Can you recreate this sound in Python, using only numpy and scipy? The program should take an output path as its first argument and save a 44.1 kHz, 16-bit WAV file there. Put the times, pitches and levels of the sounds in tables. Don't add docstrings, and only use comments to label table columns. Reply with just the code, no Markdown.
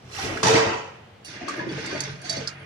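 import sys
import numpy as np
from scipy import signal
from scipy.fft import rfft, irfft
from scipy.io import wavfile
from scipy.ndimage import uniform_filter1d

SR = 44100
rng = np.random.default_rng(int(sys.argv[2]) if len(sys.argv) > 2 else 0)


def wav_out(sig):
    wavfile.write(sys.argv[1], SR, np.round(np.clip(np.atleast_2d(sig).T, -1, 1) * 32767).astype(np.int16))


N = 116865
T = np.arange(N) / SR

# start, rise time and hold time in seconds,
# then the levels of slabs, blocks, chips and grit in dB.
LANDINGS = [(.429, 0.0056, 0.067, -31, -22.5, -21.5, -26), (0.523, 0.017, 0.044, -34, -22.5, -20.5, -26.5),
            (0.647, 0.02, 0.014, -39, -30, -24, -35.5), (0.742, 0.028, 0.032, -58, -40, -39, -45.5)]
# frequency in Hz, level in dB.
CRASH_TONE = [(29, -36), (50, -27), (79, -26), (124, -4), (204, -15), (285, -12), (399, -10), (449, -1),
              (506, -16.5), (544, -6), (724, -8), (987, -10), (1480, -19.5), (1750, -15), (2570, -19.5),
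              (5910, -25.5), (10000, -42), (15000, -63)]
DUST_HZ, DUST_T60_S = 8750, 0.35

def crash():
    gains = []
    for k, (*_, t60) in enumerate(RUBBLE_SIZES):
        heaps = [undb(levels[k]) * ramp(start, rise) * release(start + hold, t60)
                 for start, rise, hold, *levels in LANDINGS]
        gains.append(np.max(heaps, axis=0))
    burst = rubble(gains, CRASH_TONE, lean=1.25)
    coarse = signal.sosfiltfilt(signal.butter(4, DUST_HZ, fs=SR, output="sos"), burst)
    return coarse + (burst - coarse) * release(LANDINGS[1][0], DUST_T60_S)

# pitch in Hz, level in dB, fade time in seconds.
SHEET_NOTES = [(451.4, -16, 0.64), (345, -21.5, 0.53), (398, -28.5, 0.79), (549.7, -18, 0.38),
               (632, -27, 0.73), (720, -31, 0.59), (930, -34, .32), (972, -24, 0.72), (1092, -29.5, 0.93),
               (2050, -40, 0.3)]
SHEET_START_S, SHEET_BURIED_S = 0.48, 0.79

def sheet():
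    out = 0
    for hz, db, t60 in SHEET_NOTES:
        shaken = 1 + .7 * (jolts(per_s=60) + 1j * jolts(per_s=60))
        note = np.array([np.imag(shaken * np.exp(2j * np.pi * hz * (T - lag))) for lag in (.0005, 0)])
        out = out + undb(db) * note * fade(SHEET_START_S, t60)
    return out * ramp(SHEET_START_S, rise=0.084) * release(SHEET_BURIED_S, t60=.25)

# time in seconds, then the levels of slabs, blocks, chips and grit in dB.
SPILL_FLOW = [(0, -51, -68, -72, -69), (.08, -44, -57, -56.5, -59.5), (.135, -48, -50, -45.5, -42),
              (.2, -51, -45, -34, -37.5), (.245, -34, -31.5, -34, -35.5), (.33, -37.5, -32.5, -35.5, -44),
              (.42, -71, -36.5, -42.5, -46.5), (.48, -63, -63, -70, -33.5)]
# frequency in Hz, level in dB.
SPILL_TONE = [(29, -32), (50, -2), (124, 4), (200, -14), (418, -3.5), (471, -13), (797, -7), (1200, -10.5),
              (1630, -11), (5910, -15.5), (15000, -42.5)]

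def spill():
    return rubble(flow(SPILL_FLOW), SPILL_TONE, lean=1.0)

# time in seconds, then the levels of slabs, blocks, chips and grit in dB.
DRAG_FLOW = [(1.235, -66, -63, -67, -73), (1.255, -56, -60, -57, -50.5), (1.31, -50, -46.5, -44.5, -43),
             (1.39, -50, -49, -42, -49.5), (1.44, -40.5, -37, -42, -51.5), (1.52, -78, -37, -35.5, -45),
             (1.59, -39, -35.5, -41, -48.5), (1.675, -41, -37, -43.5, -56), (1.72, -38, -48, -39.5, -47.5),
             (1.87, -49, -40, -38.5, -41.5), (1.955, -51, -34, -35.5, -43), (2.04, -44, -68, -39.5, -40),
             (2.12, -37.5, -51, -42, -46.5), (2.165, -43.5, -50, -54.5, -54), (2.215, -52, -50, -47.5, -63),
             (2.26, -54, -45.5, -42.5, -44), (2.375, -37.5, -38.5, -37.5, -37),
             (2.44, -49, -56, -42, -48.5), (2.49, -58, -89, -46, -69), (2.56, -59, -52.5, -49, -78),
             (2.65, -63, -55, -49, -63)]
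# frequency in Hz, level in dB.
DRAG_TONE = [(29, -51), (50, -9), (81, -15), (130, -3), (169, -5.5), (266, -8), (307, 0), (518, -16.5),
             (598, -6), (742, -10.5), (1000, -14.5), (1220, -15.5), (1380, -9.5), (1590, -8.5),
             (2960, -13.5), (4440, -21.5), (4890, -24), (5910, -18), (8260, -42), (9310, -42), (15000, -77)]
# pitch in Hz, level in dB, fade time in seconds before stretching.
BUCKET_NOTES = [(301, -4, .1), (448, -8, .12), (602, -7, .1), (1230, -3, .14), (1550, -1, .07),
                (1880, -3, .12), (2060, -6, .2), (2310, -5, .16), (2420, -3, .1), (2580, -5, .12),
                (2800, -7, .18), (3400, -8, .12)]
LURCH_DB, TUMBLE_DB, BUCKET_DB = 1.3, -2, -5

def drag():
    lurch = undb(LURCH_DB * jolts(per_s=45))
    gains = [gain * lurch for gain in flow(DRAG_FLOW)]
    shaking = filtered(noise(), 3, 4200, "low")
    plates = undb(BUCKET_DB) * resonate(shaking, BUCKET_NOTES, stretch=1.14) * gains[2]
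    return undb(TUMBLE_DB) * rubble(gains, DRAG_TONE, lean=1.5) + plates * pan(-1.4)

# lowest and highest pitch in Hz, pieces per second, typical
# ring length in cycles, level scatter in dB, left over right in dB (times lean), crash t60 in seconds.
RUBBLE_SIZES = [(55.2, 186, 340, 8.5, 0, 0.5, 0.47), (190.6, 750, 900, 29, 1.5, 2.6, 0.69),
                (756.7, 3293, 4000, 38.3, 3, -2, 0.69), (3294, 14000, 6500, 93, 0, -4, 0.5)]

def rubble(gains, tone, lean):
    showers = [gain * unit(colour(pieces(*size[:5]), tone)) * pan(lean * size[5])
               for gain, size in zip(gains, RUBBLE_SIZES)]
    return bounce(sum(showers))

def pieces(low_hz, high_hz, per_s, cycles, scatter_db):
    out = np.zeros((2, 2 * N))
    draws = np.random.default_rng(rng.integers(2 ** 31)).random((int(per_s * N / SR), 6))
    for when, pitch, size, length, *phases in draws:
        hz = low_hz * (high_hz / low_hz) ** pitch
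        t60 = cycles * (.5 + length) / hz
        t, first = T[:int(t60 * SR) + 2], int(when * N)
        gain = hz * undb(-scatter_db * np.log(max(size, .01)))
        shape = (1 - np.exp(-4 * hz * t)) * np.exp(-np.log(1000) * t / t60)
        note = np.sin(2 * np.pi * (hz * t + np.array(phases)[:, None]))
        out[:, first:first + len(t)] += gain * shape * note
    return widen(out[:, :N])

# start in seconds, level in dB, pitch in Hz,
# fade time in seconds, level of the crack in dB compared with the body of the knock.
LUMPS = [(.185, -33.5, 795, 0.23, -1), (.371, -21, 1530, 0.046, -12), (.429, -20.5, 1110, 0.042, 4),
         (0.437, -24.5, 198, .14, -3), (.463, -26, 118, 0.068, -17), (.468, -16.5, 870, 0.078, -3),
         (.543, -15, 294, 0.072, -24), (0.537, -26, 124, .13, -8), (.553, -18, 2046, 0.054, -12),
         (.562, -25, 965, 0.064, -13), (.578, -23, 1666, 0.074, -3), (0.663, -27, 112, .11, -30),
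         (.666, -27.5, 219, 0.071, -18), (.708, -30.5, 341, 0.11, -28.5), (1.41, -44.5, 715, 0.35, -22),
         (1.415, -39, 260, 0.17, -26), (1.481, -27.5, 1195, .17, -6), (1.579, -32, 309, 0.18, -20),
         (1.592, -29.5, 1692, .09, -20), (1.6, -37, 986, 0.25, -25), (1.667, -25.5, 312, 0.19, -29),
         (1.712, -32.5, 415, 0.17, -9), (1.778, -34.5, 447, 0.11, -36), (1.839, -32.5, 311, 0.094, -24),
         (1.927, -27.5, 377, 0.083, -16), (1.945, -30, 304, .12, -20), (1.949, -37, 608.6, 0.24, -18),
         (2.067, -39.5, 427, 0.2, -24), (2.24, -42.5, 710, 0.37, -20), (2.298, -34, 664.4, 0.28, -22),
         (2.367, -32, 582, 0.14, -22), (2.372, -36, 239, .14, -24), (2.408, -39, 595, 0.099, -20),
         (2.412, -37, 450, 0.11, -24), (2.474, -35, 1366, 0.1, -12)]
# frequency in Hz, level in dB.
CRACK_TONE = [(150, -55), (600, 1.5), (3000, -7.5), (6500, -7), (10000, -19), (15000, -78)]

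def knocks():
    out, rattle, crack = 0, noise(), unit(colour(noise(), CRACK_TONE))
    for start, db, hz, t60, crack_db in LUMPS:
        spread = 1 + min(9.8 / t60 / hz, .3)
        cluster = unit(filtered(rattle, 2, [hz / spread, hz * spread], "band"))
        body = (cluster + np.sin(2 * np.pi * hz * (T - start))) * strike(start, .003, t60)
        snap = undb(crack_db) * crack * strike(start, .003, t60=0.065)
        out = out + undb(db) * (body + snap)
    return out

# pitch in Hz, level in dB, fade time in seconds.
STEEL_NOTES = [(3360, -9, .12), (3775, -11, .14), (3965, -10, .14), (4430, -7, .07), (4570, 7, .17),
               (5420, -8, .1), (5785, -4, .11), (6420, -6, .11), (7000, -10, .06), (8010, -15, .13),
               (8980, -14, .11), (9530, -18, .22), (10440, -20, .1)]
# start in seconds, level in dB, the scrap's own pitch in Hz, its level
# in dB, tuning factor of the shared notes, stretch of the ring time, chatter fade time in seconds.
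STEEL_HITS = [(1.246, -42, 9540, -9, 1, 1.9, 0.27), (1.247, -45, 2800, 2, 1, 0.91, 0.073),
              (1.252, -49.5, 5650, 0, .99, 2.6, 0.11), (1.482, -33.5, 6050, -1, .97, 0.3, 0.21),
              (1.565, -53, 11030, -1, 1.05, 1.1, 0.1), (1.69, -42, 3430, 5, 1, 0.64, 0.044),
              (1.86, -35, 7550, -5, 1.04, 0.71, 0.059), (2.004, -22.5, 6510, 0, 1.02, 0.18, 0.076),
              (2.036, -35.5, 6120, 5.5, 1.05, 0.4, .04), (2.216, -42.5, 9450, -9, 1, .66, .05),
              (2.2948, -23, 5787, -36, 1, 0.86, 0.11), (2.328, -35, 6250, -2, 1.08, 0.53, 0.044),
              (2.366, -31.5, 5700, -8, .99, 0.42, 0.014), (2.473, -24, 4430, -2.5, 1.09, 0.29, 0.11)]
# frequency in Hz, level in dB.
CHATTER_TONE = [(1000, -18), (3000, -5), (4300, 7.5), (7000, 5.5), (8200, 0), (11000, 0), (12500, -21),
                (15000, -20)]
CONTACT_OCTAVES, SHARED_DB, CHATTER_DB, STEEL_PAN_DB = 0.74, -3, -5, -6.5

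def clinks():
    out, chatter = 0, colour(noise(), CHATTER_TONE)
    for start, db, own_hz, own_db, tuning, stretch, chatter_t60 in STEEL_HITS:
        favour = [(hz, -6 * (np.log2(hz / own_hz) / CONTACT_OCTAVES) ** 2) for hz, _, _ in STEEL_NOTES]
        shared = sum(undb(note_db + favour_db) * ring(start, hz * tuning, t60 * stretch)
                     for (hz, note_db, t60), (_, favour_db) in zip(STEEL_NOTES, favour))
        own = undb(own_db) * ring(start, own_hz, 0.17 * stretch)
        ringing = (undb(SHARED_DB) * shared + own) * ramp(start, rise=.0015)
        contact = undb(CHATTER_DB) * unit(colour(chatter, favour)) * strike(start, .0015, chatter_t60)
        out = out + undb(db) * (ringing + contact)
    return out * pan(STEEL_PAN_DB)

# time in seconds, level in dB.
SCRAPE_LEVELS = [(1.24, -69), (1.26, -54), (1.42, -64), (1.52, -51.5), (1.65, -64), (1.72, -52.5),
                 (1.87, -47), (2.06, -51), (2.13, -63), (2.21, -57), (2.25, -42), (2.285, -42.5),
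                 (2.31, -36), (2.36, -44.5), (2.44, -47), (2.5, -51), (2.56, -65)]
# tuning factor for the steel notes, level in dB.
SLIDING_PIECES = [(.994, 0), (1.07, -9), (.84, -10)]
GRIP_DB, SLIPS_PER_S = 4, 66

def scrape():
    out, rub = 0, filtered(noise(), 6, 11000, "low")
    for tuning, db in SLIDING_PIECES:
        friction = rub * undb(GRIP_DB * jolts(SLIPS_PER_S))
        notes = [(hz * tuning, note_db, t60) for hz, note_db, t60 in STEEL_NOTES]
        out = out + undb(db) * resonate(friction, notes, stretch=2.6)
    return unit(out) * flow(SCRAPE_LEVELS)[0] * pan(STEEL_PAN_DB)

# time in seconds, level in dB.
SQUEAL_LEVELS = [(1.68, -70), (1.74, -66), (1.95, -68), (2.12, -67), (2.22, -77), (2.5, -78), (2.62, -65.5)]
# pitch in Hz, level in dB, fade time in seconds before stretching.
SQUEAL_NOTE = [(9420, 0, 0.059)]

def squeal():
    return resonate(noise(), SQUEAL_NOTE, stretch=0.84) * flow(SQUEAL_LEVELS)[0]

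# multiple of the firing rate, level in dB.
EXHAUST_NOTES = [(2, -5), (3, 5.5), (4, -4), (6, -17)]
# time in seconds, level in dB.
ENGINE_EFFORT = [(0, -51.5), (.9, -55.5), (1.2, -70), (1.62, -59), (1.74, -35), (1.87, -49), (2.1, -35.5),
                 (2.25, -51), (2.39, -38.5), (2.52, -48.5), (2.65, -47)]
FIRING_HZ = 46.15

def diesel():
    def wander():
        return unit(uniform_filter1d(uniform_filter1d(rng.standard_normal(N), 2500), 2500))
    phase = 2 * np.pi * np.cumsum(FIRING_HZ * (1 + 0.0078 * wander())) / SR
    drone = sum(undb(db + 0.81 * wander()) * np.sin(k * phase) for k, db in EXHAUST_NOTES)
    return unit(drone) * undb(np.interp(T, *np.array(ENGINE_EFFORT).T))

def bounce(x):
    tail = filtered(noise() * fade(0, t60=0.033), 2, 900, "high")
    gain = undb(-2.5)
    return (x + gain * reflect(x, tail)) / np.sqrt(1 + gain ** 2 / 2)

# frequency in Hz, level in dB.
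ECHO_TONE = [(60, -1.5), (400, 0.5), (3000, -2), (7000, -3.5), (10000, -7), (14000, -19.5)]

def echo(x):
    tail = colour(noise(), ECHO_TONE) * fade(0.008, t60=0.42)
    return undb(-10.5) * reflect(x, tail)

# frequency in Hz, level in dB.
SITE_TONE = [(15, -43), (25, -13), (49, -32), (95, -5), (121, -8.5), (264, -16.5), (301, -19), (450, -14.5),
             (515, -17), (833, -17), (903, -21.5), (3180, -27.5), (15000, -58)]

def site():
    return undb(-49.5) * unit(colour(noise(), SITE_TONE))

# frequency in Hz, likeness (1 is the same, 0 unrelated).
STEREO_LIKENESS = [(60, 1), (150, 0.89), (330, 0.86), (470, 0.67), (650, -0.069), (1100, 0.071),
                   (1700, 0.43), (2400, 0.22), (3800, 0.064), (9000, 0.12)]

def widen(pair):
    alike = np.clip(on_bins(STEREO_LIKENESS), -.99, .99)
    mid, side = irfft(rfft(pair, 2 * len(alike) - 2) * np.sqrt([1 + alike, 1 - alike]))[:, :N]
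    return np.array([mid + side, mid - side]) / np.sqrt(2)

def from_right(x):
    hz = np.fft.rfftfreq(N, 1 / SR)
    lag_s = .00021 * np.clip(hz / 2500, 0, 1) ** 2
    return np.array([irfft(rfft(x[0]) * np.exp(-2j * np.pi * hz * lag_s), N), x[1]])

def undb(db):
    return 10 ** (np.asarray(db) / 20)

def unit(x):
    return x / np.sqrt(np.mean(x ** 2) + 1e-20)

def noise():
    return widen(rng.standard_normal((2, N)))

def pan(db):
    return undb(np.array([[db], [-db]]) / 2)

def jolts(per_s):
    return np.interp(T * per_s, np.arange(1000), rng.standard_normal(1000))

def ramp(start, rise):
    return np.clip((T - start) / rise, 0, 1)

def release(start, t60):
    return np.exp(-np.log(1000) * np.maximum(T - start, 0) / t60)

def fade(start, t60):
    return (T >= start) * release(start, t60)

def strike(start, rise, t60):
    return np.sin(np.pi / 2 * ramp(start, rise)) ** 2 * fade(start, t60)

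def ring(start, hz, t60):
    return fade(start, t60) * np.sin(2 * np.pi * hz * (T - start))

def flow(table):
    times, *levels = np.array(table).T
    ends = ramp(times[0] - .01, rise=.01) * np.exp(-10 * np.maximum(T - times[-1], 0))
    return [undb(np.interp(T, times, db)) * ends for db in levels]

def on_bins(points):
    hz, value = np.array(points, float).T
    return np.interp(np.log(np.fft.rfftfreq(2 ** 17, 1 / SR) + 1), np.log(hz), value)

def colour(x, tone):
    cepstrum = irfft(np.log(undb(on_bins(tone))))
    size = len(cepstrum)
    cepstrum[1:size // 2] *= 2
    cepstrum[size // 2 + 1:] = 0
    return irfft(rfft(x, size) * np.exp(rfft(cepstrum)))[..., :N]

def filtered(x, order, hz, keep):
    return signal.sosfilt(signal.butter(order, hz, keep, fs=SR, output="sos"), x)

def resonate(x, notes, stretch):
    out = 0
    for hz, db, t60 in notes:
        decay = np.exp(-np.log(1000) / (t60 * stretch * SR))
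        feedback = [1, -2 * decay * np.cos(2 * np.pi * hz / SR), decay * decay]
        out = out + undb(db) * np.sqrt(1 - decay) * signal.lfilter([1, 0, -1], feedback, x)
    return unit(out)

def reflect(x, tail):
    return signal.fftconvolve(x, unit(tail) / np.sqrt(N), axes=1)[:, :N]

def scene():
    debris = spill() + crash() + sheet() + drag() + knocks()
    steel = clinks() + scrape() + squeal()
    echoes = echo(debris + undb(-19) * steel)
    return from_right(debris + steel) + echoes + diesel() + site()

def record(dry):
    thin = filtered(dry, 2, 45, "high")
    return signal.sosfilt(signal.ellip(8, .2, 70, 15700, fs=SR, output="sos"), thin)

dry = scene()
out = record(dry)
wav_out(out)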